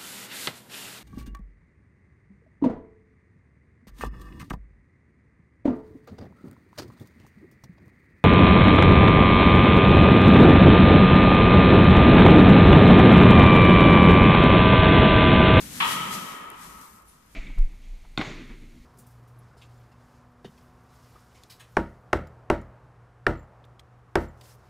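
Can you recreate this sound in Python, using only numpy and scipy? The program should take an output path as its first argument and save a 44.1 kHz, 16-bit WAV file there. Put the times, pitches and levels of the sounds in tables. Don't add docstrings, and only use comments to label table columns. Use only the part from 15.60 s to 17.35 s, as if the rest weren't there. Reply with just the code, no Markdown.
import sys
import numpy as np
from scipy import signal
from scipy.fft import rfft, irfft
from scipy.io import wavfile

SR = 44100
rng = np.random.default_rng(int(sys.argv[2]) if len(sys.argv) > 2 else 0)


def output_pcm(signal):
    pcm = np.clip(np.atleast_2d(signal).T, -1, 1) * 32767
    wavfile.write(sys.argv[1], SR, np.round(pcm).astype(np.int16))


N = 77175
T = np.arange(N) / SR
HZ = np.fft.rfftfreq(N, 1 / SR)

# (frequency [Hz], left-right correlation [0-1])
STEREO_LIKENESS = [(30, 0.9), (70, 1), (130, 1), (260, 0.89), (500, 0), (1200, 0.29), (4000, 0), (14000, 0)]
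# (frequency [Hz], level [dB])
AIR_EQ = [(30, 1.5), (200, 0), (400, -5), (800, -8), (1500, -7), (3000, -18.5), (6000, -27), (14000, -28)]
# (frequency [Hz], level [dB])
RUMBLE_EQ = [(15, -47), (32, -22), (47, 8), (64, -4.5), (110, -10), (300, -102)]
# (time [s], level [dB])
RUMBLE_RIDE = [(0.0, -59), (0.106, -55.5), (0.852, -76), (0.916, -66), (0.96, -70), (1.168, -60),
               (1.282, -68), (1.354, -62), (1.622, -73), (1.75, -58.5)]
# (frequency [Hz], level [dB])
BOX_EQ = [(40, -49), (75, -19.5), (120, -12), (180, -3), (250, -8), (320, -18.5), (450, -24), (800, -46),
          (2500, -51)]
# (time [s], level [dB])
BOX_RIDE = [(0.0, -46.5), (0.408, -41), (0.652, -44.5), (0.692, -70), (0.726, -44.5), (0.76, -66),
            (0.818, -48), (0.838, -58), (1.212, -53.5), (1.252, -69), (1.36, -61.5), (1.452, -74),
            (1.53, -62.5), (1.75, -73.5)]
# (frequency [Hz], level [dB])
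RUB_EQ = [(100, -31), (250, 1), (390, 0.5), (550, -0.5), (750, -8), (1200, -39), (3000, -107)]
# (time [s], level [dB])
RUB_RIDE = [(0.0, -54.5), (0.17, -61), (0.232, -47.5), (0.93, -54), (1.008, -69.5), (1.1, -57.5),
            (1.334, -70.5), (1.75, -80)]
# (frequency [Hz], level [dB])
SWISH_EQ = [(3000, -26), (7500, -8), (9200, 14), (10100, 23), (11000, 7), (14000, -19)]
# (frequency [Hz], level [dB])
SNAP_EQ = [(1000, -27), (4000, -15), (8000, -10), (10000, 3), (14000, 2)]
# (time [s], level [dB])
SNAP_CUES = [(.9024, -21.5), (.917, -32), (1.662, -43), (1.719, -37)]
# (frequency [Hz], level [dB])
FILM_EQ = [(300, -8), (600, -2.5), (1200, 0), (2000, 2.5), (3000, 0.5), (4500, 0), (6200, 1), (9000, 0.5),
           (12000, -0.5), (14500, -4)]
# (time [s], level [dB], left over right [dB])
FILM_RIDE = [(0.0, -43.5, 5), (0.096, -47, 3.5), (0.16, -42, 5), (0.218, -42, 3), (0.32, -34, 4.5),
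             (0.388, -42, 4), (0.492, -45, 3), (0.544, -37, 6), (0.584, -43.5, 5), (0.706, -48, 4),
             (0.872, -62, 9.5), (0.896, -62, 5), (0.9, -66, 14.0), (0.95, -62, 6.5), (1.032, -50, 5),
             (1.164, -56.5, 5.5), (1.238, -55, 6), (1.388, -64, 10), (1.442, -70.5, 3), (1.486, -61, 3),
             (1.642, -70, 7), (1.75, -62, 0)]
# (time [s], tilt [dB/octave])
FILM_BRIGHTNESS = [(0, 1), (.3, -0.5), (.55, -0.5), (.85, 0), (1.05, 0.5), (1.35, 4), (1.65, 0.5)]
# (frequency [Hz], T60 [s])
HALL_DECAY = [(100, 5.2), (500, 2.64), (1200, 2.71), (2000, 2.27), (3100, 1.54), (6000, 1.5), (14000, .5)]
# (time [s], level [dB])
ECHO_RIDE = [(.25, 2), (.36, 0), (.47, 0.5), (.57, -1.5), (.72, 0.5), (.95, 1.5), (1.1, 1), (1.22, 3.5),
             (1.33, -1), (1.41, 0), (1.48, -4), (1.75, -7)]
# (frequency [Hz], direct level [dB], T60 [s], echo level [dB])
METAL_MODES = [(927, -2, .28, -14), (998, -7, .3, -13), (1120, -5, .4, -9), (1221, -3, .55, -5),
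               (1268, -4, .2, -3), (1286, 0, .35, -3), (1324, -6, .45, -8), (1688, -12, .5, -17),
               (1881, -7, .35, -13), (1900, -10, .6, -10), (2005, -12, .55, -14), (2242, -1, .3, -10),
               (2689, -3, .28, -12), (2965, -5, .35, -9), (3084, -6, .3, -11), (3154, 0, .3, -7),
               (3345, -6, .25, -13)]
# (frequency [Hz], level [dB])
CLASH_EQ = [(100, -42.5), (450, -26), (720, -17.5), (920, -2.5), (1130, -3), (1330, -1.5), (1480, -10.5),
            (1900, -9.5), (2500, -7), (2800, -8.5), (3000, -1), (3300, -4.5), (3550, -9), (4000, -12.5),
            (4600, -20), (8000, -48), (15000, -54)]
# (time [s], level [dB])
BLOW_CUES = [(0.2025, -9), (0.2059, -3.5), (0.2226, -5), (0.2467, -10)]
# (frequency [Hz], left over right [dB])
CLANK_IMAGE = [(500, 9.5), (1250, 0), (2000, 5), (3500, 4)]


def amp(db):
    return 10 ** (np.asarray(db) / 20)


def unit_rms(x):
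    return x / np.sqrt(np.mean(x ** 2) + 1e-20)


def unit_energy(x):
    return x / np.linalg.norm(x, axis=-1, keepdims=True)


def lookup(points, hz):
    f, value = np.transpose(points)
    return np.interp(np.log(hz + 1), np.log(f + 1), value)


def ride(rows, column=1):
    rows = np.array(rows)
    return np.interp(T, rows[:, 0], rows[:, column])


def pan(db):
    return amp(np.array([[.5], [-.5]]) * db)


def at(s, x):
    return np.pad(x, ((0, 0), (round(s * SR), 0)))[:, :N]


def decay(t60):
    return np.exp(-np.log(1000) * T / t60)


def convolve(x, response):
    return signal.fftconvolve(np.atleast_2d(x), np.atleast_2d(response), axes=1)[:, :N]


def equalise(x, eq, size=2048):
    log_gain = np.log(amp(lookup(eq, abs(np.fft.fftfreq(size, 1 / SR)))))
    response = np.fft.ifft(np.exp(np.conj(signal.hilbert(log_gain)))).real
    return convolve(x, response)


def tilt(x, db_per_octave, pivot_hz=8000):
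    hz, t, bands = signal.stft(x, SR, nperseg=256)
    octaves = np.log2(np.maximum(hz, 500) / pivot_hz)[:, None]
    gain = amp(octaves * np.interp(t, T, db_per_octave))
    return signal.istft(bands * gain, SR)[1][:, :N]


def noise(eq=((1, 0), (2, 0))):
    a, b = rfft(rng.standard_normal((2, N)))
    likeness = np.clip(lookup(STEREO_LIKENESS, HZ), -1, 1)
    mid, side = a * np.sqrt(1 + likeness), b * np.sqrt(1 - likeness)
    return unit_rms(irfft(np.array([mid + side, mid - side]) * amp(lookup(eq, HZ)), N))


def room_tone(rumble_trim_db=2, air_db=-61.5):
    rumble = amp(rumble_trim_db + ride(RUMBLE_RIDE)) * noise(RUMBLE_EQ)[0]
    return rumble + amp(air_db) * noise(AIR_EQ)


def swish(peak_s=1.49, rise_s=0.014, fall_s=0.031, peak_db=-56.5):
    envelope = np.exp(np.minimum((T - peak_s) / rise_s, (peak_s - T) / fall_s))
    return amp(peak_db) * pan(db=2) * envelope * noise(SWISH_EQ)


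def film_snaps():
    ticks = np.zeros((2, N))
    for s, db in SNAP_CUES:
        tick = equalise(noise() * decay(t60=0.0027), SNAP_EQ)
        ticks += at(s, amp(db) * unit_energy(tick))
    return pan(db=16) * ticks


def box_rumble(body_trim_db=-1, rub_trim_db=1.5):
    rub = amp(rub_trim_db + ride(RUB_RIDE)) * pan(db=-1) * noise(RUB_EQ)
    body = amp(body_trim_db + ride(BOX_RIDE)) * noise(BOX_EQ)
    return body + rub


def film_rustle(hiss_trim_db=3.5, crinkle_trim_db=-7, crinkles_per_s=440, spread_db=5):
    sizes = amp(spread_db * np.minimum(rng.exponential(1, N), 4))
    clicks = sizes * (rng.random(N) < crinkles_per_s / SR) * rng.standard_normal((2, N))
    scatter = amp(-27) * noise() * decay(t60=0.24)
    crinkles = unit_rms(equalise(clicks + convolve(clicks, scatter), FILM_EQ))
    texture = amp(hiss_trim_db) * noise(FILM_EQ) + amp(crinkle_trim_db) * crinkles
    rustle = amp(ride(FILM_RIDE)) * pan(ride(FILM_RIDE, column=2)) * texture
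    return tilt(rustle, ride(FILM_BRIGHTNESS))


def wavering_tone(hz, blur_hz=7.4):
    peak = 1 / (1 + ((HZ - hz) / blur_hz) ** 2)
    return np.sqrt(N) * unit_energy(irfft(rfft(noise()) * peak, N))


def hall_echo(ring_db=-34, wash_db=-28, rise_s=0.004):
    ring = sum(amp(db) * wavering_tone(hz) for hz, _, _, db in METAL_MODES)
    sustain = amp(ring_db) * ring + amp(wash_db) * noise(CLASH_EQ)
    hz, t, bands = signal.stft(sustain, SR, nperseg=256)
    fade = np.exp(-np.log(1000) * t / lookup(HALL_DECAY, hz)[:, None])
    attack = 1 - np.exp(-T / rise_s)
    return signal.istft(bands * fade, SR)[1][:, :N] * attack


def metal_clank(clash_db=6, ring_db=7.5):
    clash = np.zeros((2, N))
    for s, db in BLOW_CUES:
        hit = equalise(noise() * decay(t60=0.11), CLASH_EQ)
        clash += at(s, amp(clash_db + db) * unit_energy(hit))
    modes = sum(amp(db) * decay(t60) * np.sin(2 * np.pi * (hz * T + rng.random((2, 1))))
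                for hz, db, t60, _ in METAL_MODES)
    strike_s = BLOW_CUES[0][0]
    ring = at(strike_s, amp(ring_db) * unit_energy(modes))
    echo = amp(ride(ECHO_RIDE)) * at(strike_s, hall_echo())
    return irfft(rfft(clash + ring + echo) * pan(lookup(CLANK_IMAGE, HZ)), N)


def scene():
    return metal_clank() + film_rustle() + box_rumble() + film_snaps() + swish() + room_tone()


def record(dry):
    high_cut = signal.firwin(511, 14400, window=("kaiser", 9), fs=SR)
    return signal.oaconvolve(dry, high_cut[None], "same")


dry = scene()
out = record(dry)
output_pcm(out)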